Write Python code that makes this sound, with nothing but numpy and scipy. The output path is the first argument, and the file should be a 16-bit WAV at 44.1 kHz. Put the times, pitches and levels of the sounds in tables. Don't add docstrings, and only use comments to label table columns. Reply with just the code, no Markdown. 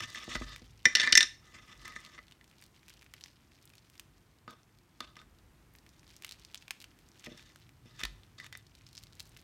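import sys
import numpy as np
from scipy import signal
from scipy.fft import rfft, irfft
from scipy.io import wavfile
from scipy.ndimage import uniform_filter1d, map_coordinates

SR = 44100
rng = np.random.default_rng(int(sys.argv[2]) if len(sys.argv) > 2 else 0)


def wav_out(sig):
    wavfile.write(sys.argv[1], SR, np.round(np.clip(np.atleast_2d(sig).T, -1, 1) * 32767).astype(np.int16))


def gain_from_decibels(decibels):
    exponent = np.asarray(decibels, float) / 20
    return 10 ** exponent


N = 415863
T = np.arange(N) / SR

# pitch_hz, level_db (per Hz)
KITCHEN_COLOUR = [(30, -9), (50, -0.5), (110, 0.5), (200, -4), (330, -7), (500, -16), (1000, -15),
                  (2000, -18), (4000, -25.5), (6300, -27), (10000, -28), (13000, -29), (16000, -34.5)]
# start_s, level_db
MOTOR_SWELLS = [(0.0, -44), (0.15, -71), (0.42, -51), (0.55, -56), (1.21, -72.5), (1.31, -67), (6.22, -68),
                (6.49, -78.5), (7.85, -58.5), (9.43, -62)]

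# pitch_hz, level_db, t60_s
EDGE_MODES = [(1164.4, 2, 0.034), (1235, -1, 0.1), (1260, -10, 0.037), (1500, -7.5, 0.052)]
MIDDLE_MODES = [(1790, -3.5, 0.072), (2200, -24.5, 0.06), (2370, -21.5, 0.087)]
PARTNER_MODES = [(1933, -10.5, .045), (1991, -4.5, 0.055)]
UPPER_MODES = [(2790, -11, 0.026), (3060, -13.5, 0.037), (3560, -8, 0.016), (3593, -0.5, 0.045),
               (3770, -10.5, .025), (3990, -10, 0.022), (4470, -14, 0.036)]
TOP_MODES = [(5200, -4, 0.0042), (5337, 2, 0.03), (5765, -2.5, .03), (6200, -9, .025), (6318, -14.5, 0.025),
             (6300, -14, 0.01), (7140, -15.5, 0.02), (8100, -15, 0.018), (9330, -25, 0.0087),
             (10570, -26, 0.024)]
# start_s, end_s, pressure_db
SAWING = [(0, .05, -45), (.05, .14, -56.5), (.145, .193, -47), (.2, .3, -51), (.3, .352, -46),
          (.352, .445, -50), (.445, .465, -64), (.465, .566, -52), (.566, .6, -64)]
BLADE_SLIDES = [(.958, 1, -23.5), (1.0, 1.04, -21.5), (1.04, 1.087, -26), (1.097, 1.116, -26.5),
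                (1.127, 1.138, -25), (1.207, 1.245, -25.5)]
DRAGGING = [(.846, .935, -51), (1.425, 1.85, -63.5), (1.538, 1.655, -63), (1.687, 1.731, -56),
            (1.849, 1.89, -52), (1.89, 2.077, -56.5), (2.077, 2.172, -59), (1.954, 1.974, -49)]
SETTLING = [(4.484, 4.54, -66), (4.54, 4.62, -77.5), (5.005, 5.052, -61.5), (5.065, 5.138, -74.5),
            (5.163, 5.238, -69)]
ROLLING = [(7.239, 7.273, -55), (7.3, 7.53, -67), (7.855, 8.0, -68.5), (7.99, 8.07, -53), (8.12, 8.27, -76),
           (8.381, 8.469, -59), (8.524, 8.6, -64.5)]
# strokes, partner_db, edge_db, upper_db,
# top_db, crumb_scrape_db
RUBBING = [(SAWING, 0, -10.5, -2, -0.79, 8.7), (BLADE_SLIDES, -4.5, -26, -12.5, -16, -20),
           (DRAGGING, 0.98, -8, -6.5, -5, 7), (SETTLING, -2, 4, 5.3, -1, 4.4),
           (ROLLING, 0.89, -11, 0, -1, 9.6)]
# start_s, middle_peak_db, then partner_db, upper_db, top_db
BOUNCES = [(0.8546, 2.5, -3.5, -15, -13.5), (0.9519, -17, 0, 5.5, 4), (0.956, -16.5, 0.5, 2.5, 3),
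           (0.97, -17.5, -2.5, -1.5, -9.5), (0.9982, -13.5, 0, -7, -8.5), (1.0062, -13.5, -3, -7, -11),
           (1.016, -17.5, -2, -4, -9.5), (1.032, -23, -2.5, -9, -13.5), (1.043, -21.5, -0.5, -10.5, -18),
           (1.091, -39, 0.5, 6.5, 4.5), (1.1243, -16.5, -2.5, 6, 9.5), (1.1269, -19, -3, 12.5, 4.5),
           (1.153, -7, 0.5, -5, 1), (1.173, -16, 0.5, 1, 8.5), (1.1758, -4, 2.5, -3.5, 4.5),
           (1.2062, -13.5, 1.5, -1, -2), (1.2095, -18.5, 1, -2, 4), (1.2283, -21, 0, 2.5, 3.5)]
# start_s, middle_peak_db, then edge_db, upper_db, top_db
LANDINGS = [(0.0044, -31, -3, -3.5, -2.5), (0.147, -31.5, -37, -18, -13), (0.3524, -24, -7, -8.5, -12),
            (0.42, -38.5, 5.5, -24, -25), (1.962, -31, -11, -16, -13), (2.181, -42, -5, -12.5, -22),
            (2.188, -39.5, -1, -9.5, -24), (2.411, -52.5, -18, -7, -14), (4.4779, -49, 16.5, 2.5, -9),
            (5.005, -41.5, 11, 9.5, 1), (5.075, -66, 5, 11.5, 4), (5.1674, -49.5, 3, -3, 1),
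            (5.19, -58, -6, 8, -2), (7.267, -55, 2, 3, -8), (7.3215, -58, -10, 6, -3),
            (7.376, -50.5, -15, -2, 2), (8.0049, -44.5, 3, 3.5, -5), (8.0338, -26.5, -15, -9, -14),
            (8.0528, -41, -16, 8.5, -12), (8.386, -61, -17, -2, 0), (8.3997, -39, -34, -5.5, -25),
            (8.5271, -42, -18, 1.5, -14), (8.551, -40, -24, -5, -9)]

# start_s, peak_db, shard_pitch_hz, treble_db (against the shard's ring)
CUT_CRACKS = [(0.0064, -28.5, 1970, -18), (0.1024, -38, 5940, -10), (0.1435, -44, 11500, -7),
              (0.2414, -35, 3320, -16), (0.2934, -46, 2930, -8), (0.3545, -21, 1740, -48),
              (0.3639, -29, 1850, -27), (0.4194, -33, 1960, -41), (0.4826, -40, 3400, -41),
              (0.5275, -48, 4260, -28), (0.5313, -37, 4130, -28), (0.5615, -32, 2270, -17),
              (1.4682, -51, 3530, -27), (1.8535, -35.5, 1965, -22), (1.8792, -33, 2020, -18),
              (1.9234, -40, 1980, -24), (1.9635, -42, 1890, -39), (1.9964, -52, 3320, -23),
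              (2.0037, -43, 8300, -15.5), (2.0446, -48, 3530, -16), (2.0496, -34.5, 4180, -19),
              (2.063, -35, 3640, -20), (2.1793, -40, 1910, -32), (2.191, -42, 1860, -45),
              (2.2691, -49, 4220, -17), (2.2821, -47, 3410, -21.5), (2.3118, -42, 3010, -16),
              (2.3221, -41.5, 3190, -20.5), (2.4117, -50, 1890, -22.5), (2.4428, -46, 3080, -11),
              (2.478, -51, 6030, -12), (2.4984, -49.5, 4060, -11), (2.5134, -45, 2670, -16),
              (2.5838, -46, 4480, -12), (2.5933, -54.5, 4060, -22), (2.6142, -47, 8440, -7),
              (2.6242, -39.5, 2020, -13.5), (2.6391, -40, 4400, -8), (2.655, -49.5, 4130, -21),
              (2.6639, -46.5, 4350, -7.5)]
TORN_CRACKS = [(2.8307, -49.5, 2310, -20.5), (2.862, -51.5, 4260, -9), (2.8691, -52.5, 2240, -22),
               (2.882, -39, 2370, -11.5), (2.8877, -40, 2890, -15), (2.8964, -38, 5340, -9),
               (2.9024, -39, 2210, -18), (2.9387, -43, 4570, -8), (2.9747, -49.5, 3060, -24),
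               (2.9934, -44.5, 5230, -19), (3.0128, -47.0, 2500, -15), (3.0217, -42, 2360, -17),
               (3.0277, -41.5, 2100, -20), (3.0439, -45, 1890, -7.5), (3.0635, -43, 2350, -31),
               (3.1379, -33.5, 2230, -14), (3.1795, -45, 2480, -22), (3.2105, -35, 3230, -15),
               (3.2149, -43, 4250, -17), (3.2387, -28.5, 5510, -25.5), (3.2422, -46, 6930, -2.5),
               (3.26, -34, 2020, -17.5), (3.2722, -52, 5430, -11), (3.2854, -51, 4350, -19),
               (3.3147, -50.5, 4950, -20), (3.5187, -48, 2370, -21), (3.5875, -52, 2370, -19.5),
               (3.6266, -45.5, 5990, -7), (3.6547, -42, 8830, -3), (3.6754, -46.5, 3660, -17),
               (3.6944, -45.5, 3960, -2), (3.7011, -44.5, 2520, -15), (3.7365, -45.5, 2380, -20),
               (3.7534, -44, 2560, -5.5), (3.7814, -44.5, 4300, -17.5), (3.8993, -41.5, 2630, -5.5),
               (3.9548, -46.5, 2330, -14.5), (3.9786, -43.5, 5000, -13), (3.9966, -26.5, 2740, -9.5)]
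LAID_CRACKS = [(4.3866, -52, 4120, -14), (4.4794, -42, 1500, -34), (4.5078, -40.5, 1510, -12),
               (4.5313, -56, 2200, -14), (4.6324, -52, 5900, -23), (4.787, -48.5, 4310, -12),
               (5.0046, -29, 3530, -17), (5.1563, -44.5, 3270, -23.5), (5.1675, -39, 1860, -25),
               (5.1849, -50, 3480, -26), (5.2159, -43.5, 1510, -23), (5.3867, -50, 3960, -14)]
SQUEEZED_CRACKS = [(5.7375, -48, 12500, -5), (5.752, -41.5, 1990, -19.5), (5.7605, -46, 12500, -4),
                   (5.786, -46.5, 4460, -13), (5.8644, -45, 2150, -21), (5.8912, -45, 5040, -12),
                   (5.901, -53, 5380, -13.5), (5.9344, -56, 3360, -14), (5.9948, -45.5, 5860, -16),
                   (6.0314, -47, 2215, -23), (6.0675, -47.5, 4780, -26.5), (6.0782, -45, 3960, -12.5),
                   (6.11, -47.5, 4130, -10), (6.165, -39, 5860, -9.5), (6.223, -33, 2280, -10.5),
                   (6.236, -40, 2800, -21), (6.2467, -25.5, 2500, -13), (6.2662, -36, 2500, -7),
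                   (6.2798, -42.5, 3140, -19), (6.2922, -31.5, 3790, -14), (6.3112, -31.0, 4050, -15),
                   (6.322, -29.5, 4200, -15), (6.3278, -38.5, 4390, -20.5), (6.339, -50, 4650, -22),
                   (6.3964, -45, 5510, -11), (6.4493, -34.5, 4930, -16), (6.4888, -62, 4950, -9),
                   (6.5454, -25, 3490, -15.5), (6.5557, -31.5, 3000, -17), (6.5757, -36, 6640, -26),
                   (6.5795, -40.5, 6120, -23), (6.6149, -54, 2370, -26), (6.6241, -40, 2800, -19),
                   (6.681, -31.5, 2500, -20), (6.7077, -18, 2300, -16), (6.8026, -40, 4180, -11.5),
                   (6.8097, -40.5, 3960, -16), (6.8156, -35.5, 2890, -11), (6.8209, -38, 3960, -21),
                   (6.8244, -37, 2670, -8), (6.842, -36.5, 2760, -17), (6.9074, -54, 5300, -19),
                   (6.9143, -52, 2670, -22)]
ROLLED_CRACKS = [(6.9891, -46.5, 2480, -11), (7.088, -45, 6480, -12), (7.117, -46, 5640, -21),
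                 (7.157, -50.5, 2450, -19), (7.1763, -52, 2670, -17), (7.1963, -40.5, 6800, -15),
                 (7.241, -35.5, 3010, -23), (7.2457, -42, 5900, -10), (7.2491, -39, 4130, -16),
                 (7.2624, -33, 2540, -19), (7.2676, -35, 2070, -36), (7.2951, -53, 2110, -19),
                 (7.3217, -50, 3620, -25), (7.3753, -43, 5520, -10), (7.395, -42, 2360, -24),
                 (7.4261, -42.5, 3390, -16), (7.5594, -39, 1510, -15), (7.5998, -49.5, 2410, -8),
                 (7.6924, -43.5, 2410, -17), (7.9938, -36, 1580, -23), (8.0037, -34, 2660, -16),
                 (8.0137, -30, 1930, -25), (8.036, -18, 3540, -20.5), (8.0518, -23.5, 1850, -18),
                 (8.2341, -45, 3640, -29), (8.385, -41, 3590, -23), (8.4006, -34.5, 1990, -17),
                 (8.4052, -46, 2100, -31), (8.4441, -35, 2020, -19), (8.4646, -34.5, 2110, -17)]
TURNED_CRACKS = [(8.5266, -30.5, 1850, -16.5), (8.5525, -34.5, 2040, -38), (8.5738, -35, 8440, -6),
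                 (8.6671, -47.5, 4510, -17.5), (8.7517, -40.5, 4030, -15), (8.8108, -47.5, 2540, -30),
                 (8.8185, -51, 5900, -16.5), (8.866, -43.5, 5280, -24), (8.8765, -50.5, 5860, -18),
                 (8.8888, -46.5, 4260, -12), (8.9299, -45.0, 4390, -11), (8.952, -37.5, 4300, -12.5),
                 (8.9588, -43, 5340, -25), (8.9698, -36, 5430, -16), (8.9781, -28.5, 5450, -26),
                 (8.983, -42, 5510, -16.5), (8.988, -39, 5210, -11), (9.0294, -42, 3830, -7),
                 (9.0365, -35.5, 4200, -11), (9.0697, -40.5, 4180, -20), (9.1254, -46.5, 3920, -16),
                 (9.1318, -45.5, 4310, -17), (9.1534, -44, 6980, -8), (9.197, -31.5, 4200, -13.5),
                 (9.2033, -28.5, 4330, -14.5), (9.2132, -48, 7240, -13), (9.2271, -43, 8900, -5),
                 (9.2547, -48.0, 4090, -8), (9.2738, -48, 5730, -2), (9.2928, -48.0, 8870, -9),
                 (9.366, -40, 2630, -25), (9.372, -38, 1940, -9), (9.3942, -48, 5430, -13.5),
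                 (9.4149, -49, 2970, -3)]
# start_s, level_db
CRUMB_GRIP = [(0, -62.5), (.5, -65), (.65, -76), (1.4, -79.5), (1.9, -67.5), (2.3, -81), (3.2, -70.5),
              (3.45, -80), (3.9, -77), (4.2, -86), (5.6, -84.5), (6.28, -70), (6.95, -81.5), (7.3, -70),
              (7.9, -85.5), (8.03, -67.5), (8.2, -81), (9.43, -71.5)]

# start_s, knock_peak_db, boom_db
THUDS = [(0.019, -49, -50), (0.279, -31.5, -52), (0.354, -30, -36.5), (0.413, -29.5, -38),
         (0.618, -41.5, -51.5), (0.862, -25.5, -67), (0.954, -31.5, -75), (0.997, -35, -66),
         (1.128, -30.5, -44), (1.179, -30.5, -44.5), (1.209, -52, -76), (4.479, -46.5, -64),
         (5.008, -48, -70), (7.271, -35.5, -72), (7.284, -38, -67.5), (7.317, -38.5, -69),
         (7.346, -48, -68), (7.856, -47.5, -69), (8.033, -38, -38)]
# pitch_hz, level_db, t60_s
WORKTOP_MODES = [(140, -14, 0.03), (245, -4.5, 0.083), (339, -5, 0.06), (470, -5.5, 0.045),
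                 (590, -8.5, 0.062)]
# pitch_hz, level_db, t60_s
BOOM_MODES = [(48, 3, 0.4)]


def band(x, lo_hz, hi_hz, order=2):
    return signal.sosfilt(signal.butter(order, [lo_hz, hi_hz], "band", fs=SR, output="sos"), x)


def unit(x):
    return x / np.sqrt(np.mean(x ** 2))


def noise_band(lo_hz, hi_hz, order=2):
    return unit(band(rng.standard_normal(N), lo_hz, hi_hz, order))


def walk(rate_hz):
    hold = int(SR / rate_hz)
    steps = np.repeat(rng.standard_normal(N // hold + 1), hold)
    return unit(uniform_filter1d(uniform_filter1d(steps, hold), hold)[:N])


def ring(force, modes):
    t = np.arange(SR // 2) / SR
    response = sum(gain_from_decibels(db - 60 * t / t60) * np.sin(2 * np.pi * hz * t) for hz, db, t60 in modes)
    return signal.oaconvolve(force, response)[:N]


def place(times, shapes):
    where = (np.asarray(times) * SR).astype(int)[:, None] + np.arange(shapes.shape[1])
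    return np.bincount(where.ravel(), shapes.ravel(), N + shapes.shape[1])[:N]


def columns(rows):
    return (column[:, None] for column in np.transpose(rows))


def colour(spectrum, size):
    hz, db = np.transpose(spectrum)
    return gain_from_decibels(np.interp(np.log(np.fft.rfftfreq(size, 1 / SR) + 1), np.log(hz), db))


def kitchen():
    air = unit(irfft(rfft(rng.standard_normal(N)) * colour(KITCHEN_COLOUR, N), N))
    air = air * gain_from_decibels(-65.5 + 0.7 * walk(1.9))
    throb = noise_band(39, 58, order=1) * gain_from_decibels(-68 + 4.1 * walk(3.5))
    cabinet = gain_from_decibels(-81) * noise_band(322, 345, order=1)
    drone = noise_band(87, 140) + 0.19 * noise_band(130, 165)
    drone = drone * gain_from_decibels(np.interp(T, *np.transpose(MOTOR_SWELLS)) - 4.5)
    return air + throb + cabinet + drone


def rubbing():
    grit_db = 3 * rng.exponential(size=N) + 2.2 * walk(150) + 2.2 * walk(45)
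    grit = unit(rng.standard_normal(N) * gain_from_decibels(grit_db))
    wander = gain_from_decibels(1.2 * np.array([walk(22) for _ in range(6)]))
    strokes = np.zeros((6, N))
    for rows, *share_db in RUBBING:
        for start, end, press_db in rows:
            pressure = gain_from_decibels(press_db + np.array([0, *share_db]))
            strokes[:, int(start * SR):int(end * SR)] += pressure[:, None]
    return uniform_filter1d(strokes, size=300) * grit * wander


def slab(force, modes):
    free = (T > 0.84) & (T < 1.4)
    pressed = [(hz, db + 1, t60 * 0.75) for hz, db, t60 in modes]
    return ring(force * free, modes) + ring(force * ~free, pressed)


def slate():
    bounce_edge_db, landing_partner_db = -34.5, 3.5
    blows = [(s, db, pair, bounce_edge_db, up, top) for s, db, pair, up, top in BOUNCES]
    blows += [(s, db, landing_partner_db, edge, up, top) for s, db, edge, up, top in LANDINGS]
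    s, db, pair_db, edge_db, upper_db, top_db = columns(blows)
    start = s[:, 0]

    t = np.arange(600) / SR / 0.0009
    chatter = rng.standard_normal((len(s), len(t))) * t * np.exp(-t)
    chatter = chatter / np.sqrt(np.sum(chatter ** 2, axis=1, keepdims=True))
    knock = 0.21 * chatter + (np.arange(len(t)) == 30)

    rub_middle, rub_pair, rub_edge, rub_upper, rub_top, scrape = rubbing()
    middle = place(start, knock * gain_from_decibels(db - 5)) + gain_from_decibels(-23) * rub_middle
    pair = place(start, knock * gain_from_decibels(db + pair_db - 4)) + gain_from_decibels(-21) * rub_pair
    edge = place(start, knock * gain_from_decibels(db + edge_db - 9.5)) + gain_from_decibels(-20.5) * rub_edge
    upper = place(start, (chatter + 0.6 * knock) * gain_from_decibels(db + upper_db - 8.5)) + gain_from_decibels(-24) * rub_upper
    top = place(start - 0.0008, chatter * gain_from_decibels(db + top_db - 5.5)) + gain_from_decibels(-27.5) * rub_top

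    lesser = [(2200 * 2 ** (1.25 * a), -14 - 14 * b, 0.03) for a, b in rng.random((24, 2))]
    tone = band(slab(middle, MIDDLE_MODES) + slab(pair, PARTNER_MODES), 1700, 3600)
    tone = tone + band(slab(edge, EDGE_MODES), 1100, 4000)
    tone = tone + band(slab(upper, UPPER_MODES + lesser), 2700, 8500)
    tone = tone + band(slab(top, TOP_MODES), 5000, 11000)
    tone = map_coordinates(tone, [np.arange(N) + 2.5 * walk(30)], mode="nearest")

    rasp = gain_from_decibels(23) * band(upper, 1900, 3800)
    rasp = rasp + gain_from_decibels(17.5) * band(edge, 352.75, 1600)
    rasp = rasp + gain_from_decibels(5) * band(middle, 1800, 3900)
    rasp = rasp + gain_from_decibels(-8) * band(scrape, 1700, 6800, order=3)
    rasp = rasp + gain_from_decibels(8) * band(top, 4500, 7000)
    worktop_answer = band(ring(gain_from_decibels(-3.5) * edge, WORKTOP_MODES), 110, 1100)
    return tone + rasp + worktop_answer


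def snaps(rows):
    size, lead = 640, 64
    s, db, hz, treble_db = columns(rows)
    ms = np.maximum(np.arange(size) - lead, 0) / SR * 1000
    shape = np.minimum(ms / 0.087, 1) * (np.exp(-ms / 0.34) + gain_from_decibels(-18) * np.exp(-ms / 3.8))
    burst = rfft(rng.standard_normal((len(s), size)) * shape)
    burst = burst / uniform_filter1d(np.abs(burst), size=15)

    bins_hz = np.fft.rfftfreq(size, 1 / SR) + 1
    octaves = np.log2(bins_hz / hz)
    treble_reach = np.abs(octaves) / np.maximum(np.log2(9500 / hz), 0.6)
    skirt_db = np.where(octaves < 0, 6.5 * octaves, (treble_db + 5) * treble_reach ** 0.96)
    skirt_db = skirt_db - 5 * np.maximum(np.log2(bins_hz / 11000), 0)
    shard_db = 4.5 / (1 + (octaves / 0.3) ** 2)
    snap = irfft(burst * gain_from_decibels(np.maximum(skirt_db, -40) + shard_db), size)
    snap = snap / np.abs(snap).max(axis=1, keepdims=True)
    return place(np.maximum(s[:, 0] - lead / SR, 0), gain_from_decibels(db - 0.2) * snap)


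def crust():
    when, force, pitch, dullness = rng.random((4, 3000))
    s = when * (N - 1) / SR
    squeeze_db = np.interp(s, *np.transpose(CRUMB_GRIP)) + 3 * walk(25)[(s * SR).astype(int)]
    db = squeeze_db + 10.5 + np.minimum(-4.5 * np.log(force), 10.5)
    tiny = np.transpose([s, db, 2100 * 2 ** (1.6 * pitch), -10 - 20 * dullness])
    big = CUT_CRACKS + TORN_CRACKS + LAID_CRACKS + SQUEEZED_CRACKS + ROLLED_CRACKS + TURNED_CRACKS
    return snaps(big) + snaps(tiny)


def worktop():
    s, knock_db, boom_db = columns(THUDS)
    t = np.arange(900)
    push = 1.36 * t / 18 ** 2 * np.exp(-1.65 * t / 18)
    push = push + 0.02 * rng.standard_normal((len(s), len(t))) * np.exp(-t / 260)
    knock = ring(place(s[:, 0], push * gain_from_decibels(knock_db + 1.5)), WORKTOP_MODES)
    boom = ring(place(s[:, 0], push * gain_from_decibels(boom_db - 1.5)), BOOM_MODES)
    return band(knock, 110, 1500) + boom


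def tile_echo(near):
    t60_s, level_db = 0.3, -17.5
    t = np.arange(SR // 2) / SR
    tail = band(rng.standard_normal(len(t)), 210, 10266, order=1) * gain_from_decibels(-60 * t / t60_s) * (t > 0.003)
    tail = tail / np.sqrt(np.sum(tail ** 2))
    return gain_from_decibels(level_db) * signal.fftconvolve(near, tail)[:N]


def scene():
    near = slate() + crust() + worktop()
    return (near + tile_echo(near) + kitchen())[None]


def band_limit(x):
    return signal.sosfilt(signal.butter(12, 16660, fs=SR, output="sos"), x)


def record(dry):
    heard = band(1.15 * np.tanh(dry / 1.15), 42, 16000, order=3)
    heard = signal.sosfilt(signal.ellip(8, 0.2, 60, 16300, fs=SR, output="sos"), heard)
    mix = heard - 0.39 * band(heard, 9900, 10900, order=1)
    return band_limit(mix)


dry = scene()
out = record(dry)
wav_out(out)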